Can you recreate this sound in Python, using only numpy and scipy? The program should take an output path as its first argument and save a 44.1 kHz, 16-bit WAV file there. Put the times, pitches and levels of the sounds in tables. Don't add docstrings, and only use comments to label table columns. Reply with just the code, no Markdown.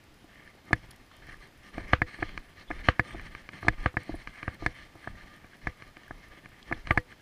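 import sys
import numpy as np
from scipy import signal
from scipy.fft import rfft, irfft
from scipy.io import wavfile
from scipy.ndimage import uniform_filter1d

SR = 44100
rng = np.random.default_rng(int(sys.argv[2]) if len(sys.argv) > 2 else 0)


def file_out(sig):
    cols = np.atleast_2d(sig).T
    lim = np.clip(cols, -1, 1)
    pcm = np.round(lim * 32767).astype(np.int16)
    wavfile.write(sys.argv[1], SR, pcm)


def boost(x):
    u = np.asarray(x, float) / 20
    return 10 ** u


N = 318346

# frequency in Hz, density in dB per Hz.
HISS = [(100, -3.5), (300, 4.5), (1000, 4), (2000, 5.5), (4000, -1.5), (6500, -8), (8500, -11.5),
        (11500, -14), (15500, -13)]
# frequency in Hz, rms level in dB.
WHISTLES = [(5000, -82), (10999, -98), (11999, -93), (12999, -94), (13998, -98), (14998, -98)]

# start in seconds, length in seconds, level in dB, treble in dB
SLIDES = [(0.296, 0.217, -59.5, -12), (0.493, 0.117, -71.5, -14.5), (0.97, .12, -72, -5.5),
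          (0.666, 0.1, -57, -11), (0.766, 0.211, -63, -6.5), (1.113, 0.252, -57.5, -8.5),
          (1.284, 0.054, -51, -10), (1.397, 0.0503, -54, -9), (1.445, 0.039, -61.5, -8.5),
          (1.633, 0.0678, -56, -6), (1.743, 0.1115, -52, -10), (1.881, 0.057, -47, -11),
          (2.076, 0.211, -50, -8.5), (2.28, 0.1435, -56, -9.5), (2.571, 0.0564, -51.5, -10),
          (2.709, 0.1046, -50, -10.5), (2.848, 0.049, -44, -9), (2.939, 0.11, -56, -14.5),
          (3.048, 0.084, -47.5, -8), (3.159, 0.1238, -50.5, -9), (3.316, 0.0948, -54, -8),
          (3.435, 0.0475, -59.5, -8), (1.518, 0.112, -67.5, -18), (2.421, 0.116, -62.5, -8.5),
          (3.525, 0.0787, -52.5, -8.5), (3.621, 0.059, -52, -6.5), (3.699, 0.0573, -52.5, -10),
                   (3.789, 0.0895, -48.5, -10), (3.998, 0.1415, -51.5, -9), (4.16, 0.074, -53.5, -7.5),
                   (4.25, 0.159, -55, -9), (4.424, 0.127, -53, -10.5), (4.606, 0.1147, -52.5, -7),
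                   (4.75, 0.112, -53, -8), (4.963, 0.1686, -56.5, -9), (5.163, 0.0704, -52.5, -10),
                   (5.257, 0.1227, -56.5, -10.5), (5.511, 0.055, -59, -8), (5.628, 0.1048, -54.5, -10),
                   (5.76, 0.141, -59, -8.5), (5.951, 0.265, -61.5, -9.5), (6.22, 0.06, -56.5, -9.5),
                   (6.309, 0.087, -56, -9.5), (4.869, 0.094, -62, -8.5), (5.387, 0.094, -63, -16),
                   (6.44, 0.171, -61, -11.5), (6.66, 0.154, -56.5, -9.5), (6.856, 0.074, -51.5, -9.5),
                   (6.946, 0.0656, -56.5, -4), (7.098, 0.0357, -55.5, -9.5)]
# start in seconds, length in seconds, level in dB.
LURCHES = [(.75, 0.154, -54), (1.2, 0.065, -48), (1.28, 0.142, -52), (1.75, 0.114, -39.5),
           (1.88, 0.1706, -41), (2.18, 0.215, -44.5), (2.7, 0.229, -42), (3.14, 0.0994, -40),
           (3.28, 0.076, -46.5), (3.66, 0.081, -37.5), (3.8, 0.0726, -37), (4.08, 0.096, -37),
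           (4.44, 0.07, -53), (4.62, 0.0783, -37.5), (5.1, 0.077, -45), (5.22, 0.0557, -47),
           (5.65, 0.0532, -38.5), (6.1, 0.095, -47.5), (6.7, 0.102, -43.5), (6.86, 0.127, -38.5),
           (1.58, .1, -54), (2.45, 0.046, -55.5), (3.42, 0.056, -50.5), (4.23, 0.059, -44.5),
           (4.8, 0.0574, -46), (5.85, 0.068, -52.5), (6.28, 0.114, -54.5)]
# frequency in Hz, width in Hz, level in dB.
RUB_RING = [(1207, 41.7, 15), (1822, 245, 21), (2066, 219.5, 18), (2480, 300, -84)]
RUB_TREBLE = [(3216, 391, 10), (3578, 29, -2), (4250, 599, 7), (5195, 1490, 4.5), (5950, 600, -47),
              (7810, 740, -13), (8600, 556, -3.5)]
RUB_BODY = [(123.3, 91.6, 7.5), (188.7, 170.3, 8), (292.3, 219, 5), (517.5, 174, 0.5), (671, 234, -3),
            (830, 95, -26.5)]

# start in seconds, body peak in dB, thud in dB relative to it, contact in ms.
BUMPS = [(0.242, -46.5, -20.5, 1), (0.708, -31.5, -5, 0.88), (1.287, -48, 7.5, 0.93), (2.188, -40, -18, 1),
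         (2.2238, -24.5, -3.5, 0.625), (2.704, -25, -8.5, 0.72), (3.146, -33.5, -6, 1),
         (3.648, -32.5, -2, 0.69), (3.668, -28, -6.5, 0.69), (3.941, -39, 0, 0.4), (4.623, -32, -1.5, 0.98),
         (4.954, -43, 0.5, 0.56), (6.713, -23.5, -24, 0.4)]
BUCKLE_BUMPS = [
    (3.6275, -29, -4.5, 0.41),
]
# frequency in Hz, t60 in seconds, sign, level in dB under webbing, level in dB under the buckle.
PUSHED_WALLS = [(313.5, 0.0384, 0.703, -1, -1), (513, 0.058, 1, -17, -16), (678, 0.0234, 0.673, -1, 6),
                (1195, 0.0238, 0.74, -3.5, 7.5), (1660, 0.0129, 0.925, -7, 8.5)]

# start in seconds, ring peak in dB, ring in Hz, crack in dB relative.
TICKS = [(0.3985, -55, 1660, -18), (0.4759, -35.5, 1777, -12), (1.1147, -52, 1750, -18),
         (1.223, -40.5, 1660, -17.5), (1.311, -38, 1650, -18), (1.3423, -34.5, 1772, -18.5),
         (1.7424, -36.5, 1902, -4), (1.8188, -37.5, 2200, -17), (3.7913, -44.5, 1600, -18),
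         (4.121, -38, 1682, -16.5), (4.787, -36, 1792, -10), (5.043, -32.5, 1680, -11.5),
         (5.154, -38.5, 1850, -16.5), (5.21, -42.5, 1690, -18), (5.2804, -43.5, 1880, -17.5),
         (5.5332, -37, 1660, -18.5), (6.0338, -39.5, 1828, -5), (6.08, -37.5, 1660, -19),
         (6.543, -44.5, 1970, -18), (7.125, -35.5, 1652, -17), (7.1983, -46, 1650, -19),
         (1.327, -35.5, 2010, -18.5), (1.4251, -42, 1734, -18), (4.148, -39.5, 1750, -20),
         (2.927, -46.5, 2174, -17.5)]
# start in seconds, ring peak in dB, then thud, body and crack in dB relative to it.
TAPS = [(1.7815, -23.5, -22, -12.5, -20), (2.2923, -30, -26, -22.5, -13.5),
        (2.3766, -17.5, -24.5, -33, -13.5), (3.108, -29, -33, -24.5, -18),
        (3.1551, -35.5, -1, -20.5, -17.5), (3.196, -27, -27, -34.5, -14), (3.3501, -23, -22, -49, -15),
        (3.49, -24, -21, -36, -11), (4.2736, -20.5, -21.5, -39.5, -14.5),
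        (4.4295, -19.5, -21.5, -22.5, -17.5), (5.4445, -36.5, -10.5, -11.5, -23),
        (5.8225, -28, -16.5, -39.5, -13.5), (5.9689, -31.5, -18, -14, -11), (6.4586, -30, -16.5, -23, -16),
        (6.8717, -22, -28, -19, -9)]
# frequency in Hz, t60 in seconds, sign, level in dB.
TAPPED_WALLS = [(1240.3, 0.0161, -1.11, -11), (1661, 0.0109, -0.645, -0.5), (2100, 0.0058, -1.01, -0.5),
                (2385, 0.0093, 0.84, -3)]
# travel in ms, rebound delay in ms, rebound in dB, rattle in dB,
# rattle t60 in seconds, thud delay in ms.
LIGHT_BLOW = (0.3059, 4.18, -32.5, -25.5, 0.0066, 0.34)
# frequency in Hz, t60 in seconds, sign, then level in dB when
THUD = [(105.9, 0.0683, -0.079, 17, 8.5, 15.5), (196.4, 0.00483, -1.35, -2, -8, -2.5)]
BODY = [(316.1, 0.076, 0.66, -3, -1, 3.5), (508.7, 0.13, -0.68, -17.5, -12.5, -8),
        (733, 0.028, 1, -3.5, 3.5, 2), (934, 0.028, 0.24, -23, -3, -21.5)]
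CRACK = [(2993.4, 0.00835, -0.697, -3, 8, 8), (3512, 0.0266, 0.076, 5, 5.5, -14.5),
         (4160, 0.0085, 0.614, -3.5, -0.5, 3.5), (4539, 0.0232, -0.488, -13.5, -14, -13.5),
         (5026, 0.0117, 0.896, -8, -15.5, -7.5), (5930, 0.00826, -1.52, -19, -22.5, -8),
         (7010, 0.00422, 1.34, -8, -34, -10), (8565, 0.00463, -1.334, -9, -28, -6),
         (10640, 0.00197, 1.1, -10.5, -31, -29), (13300, 0.0025, 0.5, -19, -27.5, -25)]
# frequency in Hz, t60 in seconds, sign, level in dB.
ROCKING = [(66, 0.045, -1, 0)]

# start in seconds, peak in dB, centre in Hz, length in ms, width in Hz.
CHINKS = [(.907, -46.5, 10160, 5.6, 500), (0.908, -45, 4910, 5.6, 1000), (.908, -56.5, 7200, 5, 900),
          (.911, -47.5, 3260, 4.2, 600), (1.69, -62, 9800, 14, 700), (3.607, -60, 10140, 7, 200),
          (4.15, -53, 10060, 12, 1500), (4.161, -54.5, 9830, 8.2, 700), (6.627, -41, 3310, 2.3, 500),
          (6.628, -48, 4730, 2.36, 700), (6.628, -58.5, 7500, 3.2, 530), (6.742, -47.5, 3420, 3.1, 250),
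          (6.91, -54.5, 11000, 36, 6000), (2.674, -50.5, 3350, 36, 240), (.711, -61.5, 10500, 12, 5000),
          (.78, -64, 10000, 4, 4000), (3.616, -60.5, 13500, 4, 3000), (3.626, -62, 13000, 4, 3000)]
BRUSHES = [
    (1.113, -47.5, 1050, 3.8, 300),
    (1.115, -52, 3290, 6, 700),
    (5.09, -48, 189, 16.4, 70),
    (6.755, -42, 85, 15, 60),
    (6.94, -41.5, 817, 39, 110),
    (.55, -49, 298, 4.94, 250),
    (1.927, -31, 1905, 6.6, 900),
]
# frequency in Hz, t60 in seconds, sign, level in dB.
RINGING_TAG = [(12200, .045, 1, 1.5), (11000, .04, 1, -6.5)]

# start in seconds, ring peak in dB, then thud, body and crack in dB relative to it.
SWINGS_IN = [(0.7297, -6.5, -10.5, -16, -18), (2.0175, -9.5, -11, -8.5, -26.5),
             (2.2266, -16, -23.5, -21, -45), (2.7111, -21, -26.5, -16.5, -39.5),
             (2.9945, -8, -11.5, -9.5, -24.5), (3.6825, -5, -13, -15, -18), (3.9688, -13, -10.5, -8, -34),
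             (4.6619, -11.5, -13.5, -11, -16.5), (5.6702, -16.5, -11, -7.5, -24),
             (6.7245, -15, -14, -14, -27), (6.9747, -8, -11.5, -6.5, -24)]
SWINGS_BACK = [
    (1.9328, -5, -9.5, -15.5, -16.5),
    (2.8858, -4.5, -9, -16.5, -14.5),
    (3.8594, -10, -7, -10.5, -21.5),
    (4.4786, -19.5, -4.5, -13.5, -42.5),
]
GLANCING = [
    (6.9073, -8.5, -7, -8.5, -19),
]
# frequency in Hz, t60 in seconds, sign, level in dB.
WALLS_IN = [(312.4, 0.071, 1, -17), (495, 0.0756, -0.45, -32), (696.8, 0.0278, 1, -10.5),
            (1049.6, 0.0276, -1.2, -16.5), (1245.4, 0.01426, -1.15, -2), (1493.5, 0.0143, 0.873, -7.5),
            (1726.5, 0.0228, -1.074, 8), (1931, 0.0178, 0.808, 2.5), (2109.7, 0.014, -0.993, 9),
            (2476, 0.0098, 0.915, 5)]
WALLS_BACK = [(300, 0.0423, -0.684, -6), (500, 0.047, -1.5, -18.5), (741, 0.01494, 0.844, -6.5),
              (996, 0.00627, 0.99, 5.5), (1203.2, 0.0181, -1.02, 2.5), (1480, 0.0172, 0.98, -18.9),
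              (1650, 0.0141, -1.09, 7), (1762.3, 0.0166, 1, 9.5), (1975, 0.00677, -1.074, 6.5),
              (2455, 0.008, 0.975, 9)]
WALLS_EDGE = [(343.7, 0.055, 1, -16.5), (546, 0.0272, -1, -9.5), (640.7, 0.0375, 0.99, -9.5),
              (1028, 0.00536, -0.895, 10.5), (1183, 0.0486, -1.03, -5.5), (1441, 0.034, -0.9, -4.5),
              (1677, 0.0282, -1.06, -1.05), (1853, 0.0224, -1.01, 6), (2069, 0.0118, 1, 7.5),
              (2233, 0.01465, -1, 15.5)]
# frequency in Hz, t60 in seconds, sign, level in dB.
THUD_IN = [(66.1, 0.06, -0.92, -7), (107.5, 0.0576, -1.01, -4), (177.8, 0.083, -1.05, -23)]
THUD_BACK = [(70, 0.0564, 1, 0.5), (100.1, 0.069, 1, -7.5), (208.8, 0.0249, 0.994, -9)]
# frequency in Hz, t60 in seconds, sign, level in dB swinging in,
# level in dB swinging back.
PANELS = [(495.8, 0.1473, -1.02, -7, -8.5), (1190.3, 0.072, 0.91, -25, 0.0),
          (1901.4, 0.0666, -1.06, 0.5, -24.5), (4654, 0.048, 1, -13.5, -31)]
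# contact in ms, rise in ms, rebound delay in ms, rebound share, delay of the slow
# parts in ms, crack delay in ms, second crack in ms after it, its level in dB, rattle in dB,
# rattle t60 in seconds, first touch in ms.
BLOW_IN = (0.5592, 0.3274, 1.13, -0.0743, 0.69, 0.88, -0.4951, -9, -29, 0.054, 0.09)
BLOW_BACK = (0.534, 1.0, 1.4366, 0.6223, 1.5339, 1.0, 1.65, -5, -27.5, 0.1443, -0.43)
BLOW_EDGE = (0.57, 1.5, 2.5, 0.43, 1, 1.9, -0.1, -1.5, -20, 0.0551, -0.28)

# start in seconds, peak in dB, thud in dB relative to it.
SLAPS = [
    (5.0738, -22.5, -13.5),
    (6.1085, -26.5, -13.5),
]
PATS = [
    (1.7797, -22.5, -30),
    (4.0938, -23.5, -17.5),
    (4.1418, -27, -6.5),
]
# frequency in Hz, t60 in seconds, sign, level in dB.
SLAPPED_WALLS = [(309, 0.00636, 1, 11.5), (484, 0.1, -0.95, -31.5), (690, 0.00613, 0.99, 10),
                 (1261, 0.036, -0.99, -5), (1730, 0.03, -1.004, 10), (2177, 0.0202, -1.02, 10)]
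PATTED_WALLS = [(316.2, 0.0376, 0.98, -1.23), (515, .1, 0.98, -27.5), (687, 0.0355, 1, -3),
                (996, 0.00494, 0.98, 18), (1132, 0.049, -1.01, 9)]
STRAP_THUD = [(118.3, 0.0353, 1, 0)]

# start in seconds, length in seconds.
TOP_DROPOUTS = [(0.473, 0.02), (0.719, 0.008), (0.898, 0.007), (1.786, 0.009), (2.019, 0.01),
                (2.222, 0.018), (2.383, 0.008), (2.691, 0.008), (2.719, 0.015), (2.885, 0.019),
                (3.182, 0.02), (3.493, 0.009), (3.644, 0.01), (3.658, 0.017), (3.851, 0.007), (3.95, 0.022),
                (3.98, 0.012), (4.27, 0.021), (4.42, 0.02), (4.449, 0.03), (4.655, 0.019), (5.063, 0.009),
                (5.528, 0.018), (5.657, 0.014), (5.806, 0.02), (5.955, 0.021), (6.449, 0.017),
                (6.627, 0.011), (6.702, 0.02), (6.852, 0.017), (6.874, 0.024)]


def unit(x):
    return x / np.sqrt(np.mean(x ** 2))


def band(x, hz, width):
    return signal.lfilter(*signal.iirpeak(hz, hz / width, fs=SR), x)


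def walk(rate):
    k = int(SR / rate)
    steps = np.repeat(rng.standard_normal(N // k + 1), k)
    return unit(uniform_filter1d(uniform_filter1d(steps, k), k)[:N])


def add(out, sound, s):
    i = int(s * SR)
    out[i:i + len(sound)] += sound[:len(out) - i]


def swells(rows, edge_s):
    out = np.zeros(N)
    for s, length, db in rows:
        t = np.arange(int((length + edge_s) * SR)) / SR
        ends = np.clip(np.minimum(t, length + edge_s - t) / edge_s, 0, 1)
        add(out, (boost(db) * np.sin(np.pi / 2 * ends)) ** 2, s - edge_s / 2)
    return out


def slide_power(treble=False):
    rows = [(s, length, db + treble * treble_db)
            for s, length, db, treble_db in SLIDES]
    return swells(rows, 0.04)


def ring(modes, column, contact_ms, rise_ms):
    hz, t60, sign, db = np.array(modes)[:, [0, 1, 2, column]].T
    pitch_chance, level_chance = rng.standard_normal((2, len(hz)))
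    t = np.arange(SR // 6)[:, None] / SR
    walls = np.cos(2 * np.pi * hz * (1 + 0.00237 * pitch_chance) * t) * np.exp(-np.log(1000) * t / t60)
    walls = walls @ (sign * boost(db + 0.5 * level_chance))
    walls = walls * (1 - np.exp(-(t[:, 0] * 1000 + 0.00297) / rise_ms))
    u = np.arange(256) / SR / (max(contact_ms, 0.05) / 1000)
    push = np.sin(np.pi * u[u < 1]) ** 2
    out = np.convolve(walls, push)[:len(t)]
    return out / np.abs(out).max()


def loose_rattle(hz, width, t60):
    t = np.arange(SR // 6) / SR
    noise = rng.standard_normal(len(t))
    for _ in range(3):
        noise = band(noise, hz, width)
    return unit(noise) * np.exp(-np.log(1000) * t / t60)


def hiss():
    hz, db = np.transpose(HISS)
    bins_hz = np.arange(1, N // 2 + 2) * SR / N
    colour = boost(np.interp(np.log(bins_hz), np.log(hz), db))
    return boost(-62.5) * unit(irfft(rfft(rng.standard_normal(N)) * colour, N))


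def clock_whistles():
    t = np.arange(N) / SR
    return sum(boost(db) * np.sqrt(2) * np.sin(2 * np.pi * hz * t) for hz, db in WHISTLES)


def sparks():
    spark_s, gap_s, jitter = 0.0012, 0.0088, 0.12
    pace, level = rng.standard_normal((int(N / SR / gap_s / 2) * 3, 2)).T
    at = (np.cumsum(gap_s * np.exp(jitter * pace)) * SR).astype(int)
    train = np.zeros(N)
    train[at[at < N]] = boost(3.0 * level[at < N])
    return unit(0.3 + np.convolve(train, np.hanning(int(2 * spark_s * SR)), "same"))


def fizz():
    period_s, peak_s, width_s = 0.284, 0.19, 0.0314
    t = np.arange(N) / SR
    off_peak = (t - peak_s + period_s / 2) % period_s - period_s / 2
    awake = boost(-86.5) + boost(-83.5) * np.exp(-(off_peak / width_s) ** 2 / 2)
    shaken = boost(-37.5) * np.sqrt(slide_power())
    noise = unit(band(band(rng.standard_normal(N), 10370, 900), 10370, 1100))
    return (awake + shaken) * sparks() * noise


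def radio_ticks():
    start_s, period_s, burst_s = 0.0395, 0.10238, 0.0032
    t = np.arange(N) / SR - start_s
    beat = (t // period_s).astype(int) + 1
    level = boost(-67 + 3.0 * rng.standard_normal(beat.max() + 1))[beat]
    ticks = level * (t % period_s < burst_s) * rng.standard_normal(N)
    return band(ticks, 4400, 5000) + boost(2.5) * band(ticks, 9850, 6000)


def rubbing(lurch):
    grains = np.minimum(rng.exponential(size=N // 60 + 1), 2.5).repeat(60)[:N]
    grit = rng.standard_normal(N) * boost(1.9 * grains)
    slide = slide_power()
    handling = boost(-61.5) ** 2 + boost(-4.5) ** 2 * slide + boost(-16) ** 2 * lurch
    slips = boost(1.8 * walk(70))
    out = np.zeros(N)
    for power, peaks, top_hz in ((slide + boost(-73) ** 2, RUB_RING, 2470),
                                 (slide_power(treble=True) + boost(-77) ** 2, RUB_TREBLE, 6400),
                                 (handling, RUB_BODY, 1020)):
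        dull = signal.sosfilt(signal.butter(3, top_hz, fs=SR, output="sos"), grit)
        colour = np.zeros(N)
        for hz, width, db in peaks:
            resonance = unit(band(band(dull, hz, width), hz, 3 * width))
            colour += boost(db + 2.0 * walk(14)) * resonance
        out += np.sqrt(power) * slips * unit(colour)
    return out


def lurching(lurch):
    sway = unit(band(band(rng.standard_normal(N), 20.55, 31.7), 20.55, 31.7))
    tremor = unit(band(band(rng.standard_normal(N), 67.2, 76), 67.2, 76))
    moving = np.sqrt(lurch + boost(-63.5) ** 2) * sway + boost(-66.5) * tremor
    return moving * boost(1.8 * walk(31))


def bumps():
    out = np.zeros(N)
    for table, column, travel_s in ((BUMPS, 3, 0), (BUCKLE_BUMPS, 4, 0.0008)):
        for s, db, thud_db, contact_ms in table:
            walls = ring(PUSHED_WALLS, column, contact_ms, 0.27)
            thud = boost(thud_db) * ring(THUD, 3, 0.715, 0.33)
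            add(out, boost(db + 2.0) * (walls - thud), s + travel_s)
    return out


def light_knocks(table, walls, way):
    travel_ms, rebound_ms, rebound_db, rattle_db, rattle_s, slow_ms = LIGHT_BLOW
    tapped = 5
    out = np.zeros(N)
    for s, db, thud_db, body_db, crack_db in table:
        s += travel_ms / 1000
        slow_s = s - 0.0003 + slow_ms / 1000
        thud = ring(THUD, tapped, 1.0, 0.19) + boost(-34) * ring(ROCKING, 3, 2.5, 0.26)
        add(out, way * boost(db + thud_db + 6.5) * thud, slow_s)
        add(out, way * boost(db + body_db + 2.5) * ring(BODY, tapped, 0.18, 0.25), slow_s)
        for ms, share_db in ((0, 0), (rebound_ms, rebound_db)):
            quick = ring(walls, 3, 0.388, 0.4) + boost(crack_db + 1.0) * ring(CRACK, tapped, 0.154, 1.0)
            add(out, way * boost(db - 3.0 + share_db) * quick, s - 0.0006 + ms / 1000)
        add(out, boost(db + rattle_db) * loose_rattle(1540, 1800, rattle_s), s)
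    return out


def wall_ticks():
    out = np.zeros(N)
    for s, db, hz, crack_db in TICKS:
        one_wall = [(hz, 0.022, 1, 0)]
        out += light_knocks([(s, db + 3.5, -22, -26, crack_db)], one_wall, 0.5)
    return out


def chinks_and_brushes():
    out = np.zeros(N)
    for s, db, hz, ms, width in CHINKS + BRUSHES:
        u = np.arange(SR // 20) / SR / (ms / 1000)
        burst = rng.standard_normal(len(u)) * u ** 0.35 * np.exp(-1.5 * u ** 2)
        rattle = band(band(burst, hz, width), hz, 2 * width)
        add(out, boost(db) * rattle / np.abs(rattle).max(), s)
    add(out, boost(-55.5) * ring(RINGING_TAG, 3, 0.05, 1.0), 0.907)
    return out


def hard_swings(table, walls, thud, column, blow):
    (contact_ms, rise_ms, rebound_ms, rebound_share, slow_ms, crack_ms,
     again_ms, again_db, rattle_db, rattle_s, early_ms) = blow
    out = np.zeros(N)
    for s, db, thud_db, body_db, crack_db in table:
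        s += early_ms / 1000
        quick = boost(db) * ring(walls, 3, contact_ms, rise_ms)
        add(out, quick, s)
        add(out, rebound_share * quick, s + rebound_ms / 1000)
        slow = boost(db + thud_db) * ring(thud, 3, 0.067, 1.0)
        slow = slow + boost(db + body_db - 15) * ring(PANELS, column, 0.172, 2.3)
        add(out, slow, s + slow_ms / 1000)
        crack_contact_ms = 0.0818 + 0.3034 * crack_db
        for ms, less_db in ((0, 0), (again_ms, again_db)):
            crack = ring(CRACK, column, crack_contact_ms, 0.95)
            add(out, boost(db + crack_db + less_db) * crack, s + (crack_ms + ms) / 1000)
        add(out, boost(db + rattle_db) * loose_rattle(1635, 2000, rattle_s), s + 0.0008)
    return out


def slaps():
    out = np.zeros(N)
    for table, modes, contact_ms, rise_ms, bounce in ((SLAPS, SLAPPED_WALLS, 0.78, 1.0, -0.34),
                                                      (PATS, PATTED_WALLS, 1.9, 0.05, 0)):
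        for s, db, thud_db in table:
            thud = boost(thud_db) * ring(STRAP_THUD, 3, contact_ms, rise_ms)
            push = boost(db) * (ring(modes, 3, contact_ms, rise_ms) + thud)
            add(out, push, s)
            add(out, bounce * push, s + 0.0023)
    return out


def scene():
    circuits = hiss() + clock_whistles() + fizz() + radio_ticks()
    lurch = swells(LURCHES, 0.0495)
    strap = rubbing(lurch) + lurching(lurch) + bumps() + slaps()
    light = wall_ticks() + light_knocks(TAPS, TAPPED_WALLS, 0.838) + chinks_and_brushes()
    hard = hard_swings(SWINGS_IN, WALLS_IN, THUD_IN, 3, BLOW_IN)
    hard = hard + hard_swings(SWINGS_BACK, WALLS_BACK, THUD_BACK, 4, BLOW_BACK)
    hard = hard + hard_swings(GLANCING, WALLS_EDGE, THUD_BACK, 4, BLOW_EDGE)
    return (circuits + strap + light + hard)[None]


def roll_off(x):
    return signal.sosfilt(signal.butter(12, 15150, fs=SR, output="sos"), x)


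def record(dry):
    dry = signal.sosfilt(signal.ellip(8, 0.2, 60, 15200, fs=SR, output="sos"), dry)
    top = signal.sosfiltfilt(signal.butter(8, 13200, "high", fs=SR, output="sos"), dry)
    lost = np.minimum(swells([(s, length, 0) for s, length in TOP_DROPOUTS], 0.003), 1)
    mix = signal.lfilter(*signal.butter(1, 18, "high", fs=SR), dry - top * lost)
    return roll_off(mix)


dry = scene()
out = record(dry)
file_out(out)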